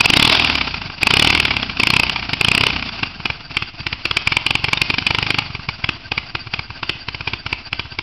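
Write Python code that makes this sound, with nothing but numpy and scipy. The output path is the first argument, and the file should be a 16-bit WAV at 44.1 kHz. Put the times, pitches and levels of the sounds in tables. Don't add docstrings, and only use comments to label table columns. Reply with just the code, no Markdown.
import sys
import numpy as np
from scipy import signal
from scipy.fft import rfft, irfft, next_fast_len
from scipy.io import wavfile
from scipy.ndimage import uniform_filter1d, map_coordinates

SR = 44100
rng = np.random.default_rng(int(sys.argv[2]) if len(sys.argv) > 2 else 0)


def wav_out(sig):
    wavfile.write(sys.argv[1], SR, np.round(np.clip(np.atleast_2d(sig).T, -1, 1) * 32767).astype(np.int16))


N = 353682
IDLE_TURNS = 16


def amp(db):
    return 10 ** (np.asarray(db) / 20)


def unit(x):
    return x / np.sqrt(np.mean(x ** 2) + 1e-20)


def curves(rows):
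    s, *cols = np.transpose(rows)
    return [np.interp(np.arange(N) / SR, s, c) for c in cols]


def wobble(rate):
    knots = rng.standard_normal(int(N * rate / SR) + 4)
    return map_coordinates(knots, [np.arange(N) * rate / SR])


def filtered(x, response):
    m = next_fast_len(N + SR // 2)
    spectrum = rfft(x, m) * response(np.fft.rfftfreq(m, 1 / SR))
    return irfft(spectrum, m)[..., :N]


def colour(points):
    f, db = np.transpose(points)
    return lambda hz: amp(np.interp(np.log(hz + 1), np.log(f + 1), db))


def resonances(modes):
    def response(f):
        total = 0
        for k, (centre, width, db) in enumerate(modes):
            damping = 1j * f * width
            total = total + (-1) ** k * amp(db) * damping / (centre ** 2 - f ** 2 + damping)
        return total
    return response


def burst(u):
    u = np.maximum(u, 0)
    return u ** 3 * np.exp(3 - 3 * u)


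def slugs(s, size, width_s):
    at = np.clip(np.round(s * SR), 0, N - 1).astype(int)
    train = np.bincount(at, size, N)
    t = np.arange(-400, 401) / SR
    return signal.fftconvolve(train, np.exp(-.5 * (t / width_s) ** 2), "same")


def level_db(law, speed, gas, coasting):
    idle_db, per_turn, open_db, coast_db = law
    return idle_db + per_turn * (speed - IDLE_TURNS) + open_db * gas + coast_db * coasting


# (time [s], speed [turns/s])
SPEED_AFTER_BLIPS = [(2.9, 30), (3.03, 28), (3.1, 23), (3.6, 17), (4.2, 19), (4.8, 24), (5.4, 25),
                     (6, 17.5), (8.1, 15.5)]
# (first firing [s], speed there [turns/s], time of top speed [s], top speed [turns/s],
# slowing [turns/s2], throttle shuts [s], last firing [s], opening [0-1], flow decay time [s],
# first crack after shutting [dB], fade by the last firing [dB])
BLIPS = [(.007, 16.6, .294, 44.87, 37.48, .308, .92, 1, .25, -1, 20),
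         (1.031, 23.41, 1.278, 43.21, 35.98, 1.285, 1.78, .6, .03, 1.5, 18),
         (1.798, 26.03, 1.961, 33.07, 11.68, 2.01, 2.25, .4, .04, -4, 14),
         (2.411, 25.89, 2.62, 35.23, 20.84, 2.68, 2.9, .3, .04, -7, 11)]
# (from [s], to [s], throttle opening [0-1])
FAST_IDLE = (4.05, 5.4, .12)
EDGE_S = 0.032


def throttle():
    t = np.arange(N) / SR
    speed, = curves(SPEED_AFTER_BLIPS)
    start, end, share = FAST_IDLE
    opening = share * ((t > start) & (t < end))
    flow, coasting = opening.copy(), np.zeros(N)
    for first, slow, top, fast, slowing, shut, last, share, linger, *_ in BLIPS:
        rising = slow + (fast - slow) * (t - first) / (top - first)
        falling = fast - slowing * (t - top)
        rev = np.where(t < top, rising, falling)
        begun = t > first - EDGE_S
        speed = np.where(begun & (t < SPEED_AFTER_BLIPS[0][0]), rev, speed)
        opening += share * (begun & (t < shut))
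        flow += share * begun * np.exp(-np.maximum(t - shut, 0) / linger)
        coasting += (t >= shut) & (t < last)
    return speed, *uniform_filter1d([opening, flow, coasting], round(EDGE_S * SR), mode="nearest")


# (time [s], relative crack level [dB])
UNEVEN_FIRINGS = [(2.292, -10.5), (2.333, -2.5), (3.03, -5), (3.201, -26), (3.255, -5.5), (3.3, -10),
                  (3.507, -28), (3.569, -3), (3.622, -11), (3.803, -18), (3.866, -6.5), (3.928, -8),
                  (4.054, -2.5), (4.111, -3.5), (4.168, -0.5), (4.273, -1), (4.32, -4.5), (4.368, -1),
                  (4.464, -2), (4.507, -1.5), (4.553, -0.5), (4.642, -2), (4.684, -9), (4.731, -0.5),
                  (4.773, -9), (4.816, 1), (4.9, -3), (4.94, -7), (4.983, -2), (5.022, -19), (5.066, -1),
                  (5.106, -1.5), (5.147, -3), (5.185, -5.5), (5.227, -3.5), (5.265, -7.5), (5.305, -1),
                  (5.344, -7.5), (5.385, -1), (5.421, -22), (5.462, -33), (5.505, -30), (5.55, -15),
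                  (5.595, -26), (5.688, -9), (5.842, -5.5), (5.89, -3), (6.118, -6), (6.177, -6.5),
                  (6.351, -7), (6.47, -23), (6.537, -5.5), (6.592, -11.5), (6.703, -22), (6.83, -10),
                  (6.894, -3), (7.085, -10.5), (7.146, -13), (7.207, -15.5), (7.274, -9.5), (7.334, -9.5),
                  (7.463, -12), (7.528, -6), (7.729, -9.5), (7.794, -9.5), (7.854, -38), (7.921, -24),
                  (7.988, -8.5)]
NEAR_EARLY_S, SHUT_LATE_S = .0016, .0069
OPEN_DB, OPEN_GAIN_DB, SCATTER_DB = -0.5, 4.5, 0.8
FAR_DB, FAR_FADE_DB, FADE_BEND = -6, -7, 1.42
CORE_HZ, STRAY_HZ, LOAD_HZ = 2178.5, 232, 48.9


def firings(speed, opening):
    rows, t = list(UNEVEN_FIRINGS), np.arange(N) / SR
    turn = np.arange(40)
    near, far = turn % 2, turn % 2 == 0
    for first, _, _, _, _, shut, last, share, _, shut_db, fade_db in BLIPS:
        running = t >= first
        turned = np.cumsum(speed * running) / SR
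        s = first + np.interp(turn, turned[running], t[running] - first) - NEAR_EARLY_S * near
        gone = np.clip((s - shut) / (last - shut), 0, 1) ** FADE_BEND
        coast_db = shut_db - fade_db * gone + far * (FAR_DB + FAR_FADE_DB * gone)
        db = np.where(s < shut, OPEN_DB + OPEN_GAIN_DB * share, coast_db)
        db = db + SCATTER_DB * rng.standard_normal(len(s))
        rows += list(zip(s + SHUT_LATE_S * (s >= shut), db))[:np.sum(s < last)]
    s, db = np.transpose(sorted(rows))
    at = np.round(s * SR).astype(int)
    stray = STRAY_HZ * np.exp(0.67 * rng.standard_normal(len(s)))
    return s, db, CORE_HZ + stray + LOAD_HZ * opening[at] * (speed[at] - IDLE_TURNS)


def crank(s, speed):
    rough = np.cumsum(speed)[(s * SR).astype(int)] / SR
    turns = np.cumsum(np.r_[0, np.maximum(np.round(np.diff(rough)), 1)])
    times = np.r_[-.04, s, s[-1] + .064]
    angle = np.interp(np.arange(N) / SR, times, np.r_[-1, turns, turns[-1] + 1])
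    return uniform_filter1d(angle, size=2000, mode="nearest")


# (frequency [Hz], relative level [dB])
CRACK_SPECTRUM = [(240, -12.5), (400, -12), (588, -26.5), (864, -10.5), (1520, -16.5), (1810, -17.5),
                  (2450, -3.5), (3400, -10), (3730, -17), (5010, -12.5), (6000, -30), (7800, -82.5),
                  (13200, -120)]
PIPE_MODES_HZ = [921, 1132, 1370, 1570]
NEAR_HOLLOW_DB = 10


def cracks(fired, near):
    t = np.arange(1600) / SR - .008
    grit = unit(filtered(rng.standard_normal(N), colour(CRACK_SPECTRUM)))
    notes, gate = np.zeros((2, N + 2 * len(t)))
    mode_hz = np.array(PIPE_MODES_HZ)[:, None]
    chance = rng.standard_normal((len(fired), 3 + 2 * len(PIPE_MODES_HZ)))
    for (s, db, hz), side, (phase, late, wide, *modes) in zip(fired, near, chance):
        u = (t + .0008) / (.0024 * amp(1.5 * wide))
        shape = burst(u) + 0.35 * burst(u - 1.9 - 0.14 * late)
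        leak = 0.28 * burst((t + 0.0055) / 0.0069)
        tail = 0.11 * (t > 0) * amp(-60 * t / 0.022)
        core = shape * np.sin(2 * np.pi * hz * t + 2 * phase)
        size, turn = np.reshape(modes, (2, -1, 1))
        hollow = (amp(1.65 * size) * np.sin(2 * np.pi * mode_hz * t + 2 * turn)).sum(axis=0)
        hollow_db = 0.47 * db - 31 + NEAR_HOLLOW_DB * side
        at = round(s * SR)
        gate[at:][:len(t)] += amp(db - 8.0) * (shape + leak + tail)
        notes[at:][:len(t)] += amp(db - 6.0) * core
        notes[at:][:len(t)] += amp(hollow_db) * burst((t + 0.0012) / 0.0036) * hollow
    lead = round(-t[0] * SR)
    return gate[lead:][:N] * grit, notes[lead:][:N]


# (time after the crack before scaling by speed [s], gain [ratio])
PIPE_RETURNS = [(.0018, 1), (.0058, -.75), (.013, .25), (.02, -.13), (.026, .12), (.032, -.07)]
# (idle [dB], rise [dB per turn/s above idle], full opening [dB], coasting [dB])
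THUMP_LEVEL = (-20, 0.2146, 2.5, -23)
HOT_PER_TURN = 0.015


def thumps(s, db, load_db, speed):
    at = np.round(s * SR).astype(int)
    load_db = load_db[at]
    trip = 1.2 - HOT_PER_TURN * (speed[at] - IDLE_TURNS)
    size = amp(load_db + 0.22 * np.minimum(db, -2) + 0.5 * rng.standard_normal(len(s)))
    push = sum(slugs(s + late * trip, gain * size, .00095 + .03 * late)
               for late, gain in PIPE_RETURNS)
    suction = slugs(s - .0014, size * amp(1.4 * (load_db + 16)), .0007)
    suction += filtered(suction, resonances([(290, 140, -0.5)]))
    early_dip = .2 * slugs(s - .0035, size, .0014)
    return push - suction - early_dip


# (frequency [Hz], relative level [dB])
RUSH_SPECTRUM = [(150, -69.5), (250, -5), (513, -25.5), (687, -9.5), (744, -12), (1410, -12.5), (1740, -17),
                 (1890, -16), (2700, -6.5), (3670, -21.5), (4720, -10), (6000, -25.5), (7800, -85.5),
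                 (13200, -120)]
# (idle [dB], rise [dB per turn/s above idle], full gas flow [dB], coasting [dB])
RUSH_LEVEL = (-38.5, 0.5417, 13.5, 1)


def rush(angle, level_db):
    swell_db = 1.7 * np.cos(2 * np.pi * (angle + 0.024)) + 0.77 * np.cos(4 * np.pi * (angle - .1))
    dip_db = -4.5 * np.maximum(np.cos(np.pi * (angle - .7)), 0) ** 8
    grain_db = 3.1 * wobble(60) + 1.0 * wobble(500)
    hiss = unit(filtered(rng.standard_normal(N), colour(RUSH_SPECTRUM)))
    rasp_modes = resonances([(3500, 270, 7.5), (4700, 1400, -8.0)])
    rasp = unit(filtered(rng.standard_normal(N), rasp_modes))
    hiss = hiss + amp(0.37 * (level_db + 1)) * rasp
    return amp(level_db) * unit(amp(swell_db + dip_db + grain_db) * hiss)


# (crank order [cycles/turn], relative level [dB])
PUMPING_ORDERS = [(1, -8), (1.5, -18), (2, 0), (3, -9), (3.5, -14), (4, -6), (5, -13), (6, -9), (6.5, -14),
                  (7, -7), (8, -9), (9, -12)]
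# (idle [dB], rise [dB per turn/s above idle], full opening [dB], coasting [dB])
PUMPING_LEVEL = (-46, 0.6082, 4, 5)


def pumping(angle, level_db, speed):
    smooth = uniform_filter1d(angle, size=1300, mode="nearest")
    lines = sum(amp(db + 1.2 * wobble(8)) * np.cos(2 * np.pi * k * smooth - .4 * k * k)
                for k, db in PUMPING_ORDERS)
    rumble = filtered(rng.standard_normal(N), resonances([(92, 55, -8.5), (236, 43, -17.5)]))
    puffs = (1 + np.cos(2 * np.pi * (angle - .05))) ** 2
    puffs = puffs * amp(-4.0 - 0.39 * (speed - IDLE_TURNS))
    return amp(level_db) * (unit(lines) + puffs * unit(rumble))


# (idle [dB], rise [dB per turn/s above idle], full opening [dB], coasting [dB])
WHISTLE_LEVEL = (-42, -0.1, 12, -1)


def whistle(angle, level_db):
    stroke = np.maximum(np.cos(np.pi * (angle + 0.017)) + 0.25, 0) ** 2.6
    throat = resonances([(4676, 210, 0)])
    tone = unit(filtered(rng.standard_normal(N), lambda f: throat(f) ** 2))
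    tube = unit(filtered(rng.standard_normal(N), resonances([(1553, 63, 0)])))
    tone += amp(-4.5) * tube
    return amp(level_db + 1 + wobble(40)) * stroke * tone


# (crank order [cycles/turn], relative level [dB])
ROAR_ORDERS = [(2, -8), (3, 0), (4.5, -7), (5, -6), (7, -6), (8, -5)]
# (idle [dB], rise [dB per turn/s above idle], full opening [dB], coasting [dB])
ROAR_LEVEL = (-56, 0.81, 12.5, -17)


def roar(angle, level_db):
    lines = sum(amp(db + 1.5 * wobble(14)) * np.cos(2 * np.pi * k * angle + k * k)
                for k, db in ROAR_ORDERS)
    return amp(level_db) * unit(lines)


def yard(x):
    t = np.arange(SR // 4) / SR
    tail = rng.standard_normal(len(t)) * amp(-60 * t / 0.44) * (t > .012)
    return signal.fftconvolve(x, tail / np.linalg.norm(tail))[:N]


def scene():
    speed, opening, flow, coasting = throttle()
    s, db, hz = firings(speed, opening)
    angle = crank(s, speed)
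    near = np.round(angle[(s * SR).astype(int)]) % 2
    grit, notes = cracks(np.transpose([s, db, hz]), near)
    thump = thumps(s, db, level_db(THUMP_LEVEL, speed, opening, coasting), speed)
    engine = rush(angle, level_db(RUSH_LEVEL, speed, flow, coasting))
    engine += pumping(angle, level_db(PUMPING_LEVEL, speed, opening, coasting), speed)
    engine += whistle(angle, level_db(WHISTLE_LEVEL, speed, opening, coasting))
    engine += roar(angle, level_db(ROAR_LEVEL, speed, opening, coasting))
    answer = yard(amp(-11.5) * grit + amp(-12.5) * thump)
    return (grit + notes + thump + answer + engine)[None]


MIC_HZ, TOP_HZ = 5600, 16400


def record(dry):
    def band(hz):
        return 1 / np.sqrt(1 + (hz / MIC_HZ) ** 36) * hz ** 2 / (hz ** 2 + 30 ** 2)

    def output(hz):
        return (hz < TOP_HZ) * amp(-3 * np.clip(hz / 1500 - 4, 0, 1))

    heard = filtered(dry, band)
    t = np.arange(SR // 10) / SR
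    memory = burst(t / 0.009) / burst(t / 0.0054).sum()
    excess = np.maximum(np.abs(heard) - .6, 0)
    overload = signal.fftconvolve(excess, memory[None])[:, :N]
    heard = heard / (1 + 12 * np.abs(overload))
    clipped = heard / (1 + np.abs(heard / .7) ** 9) ** (1 / 9)
    return filtered(clipped - .0036, output)


dry = scene()
out = record(dry)
wav_out(out)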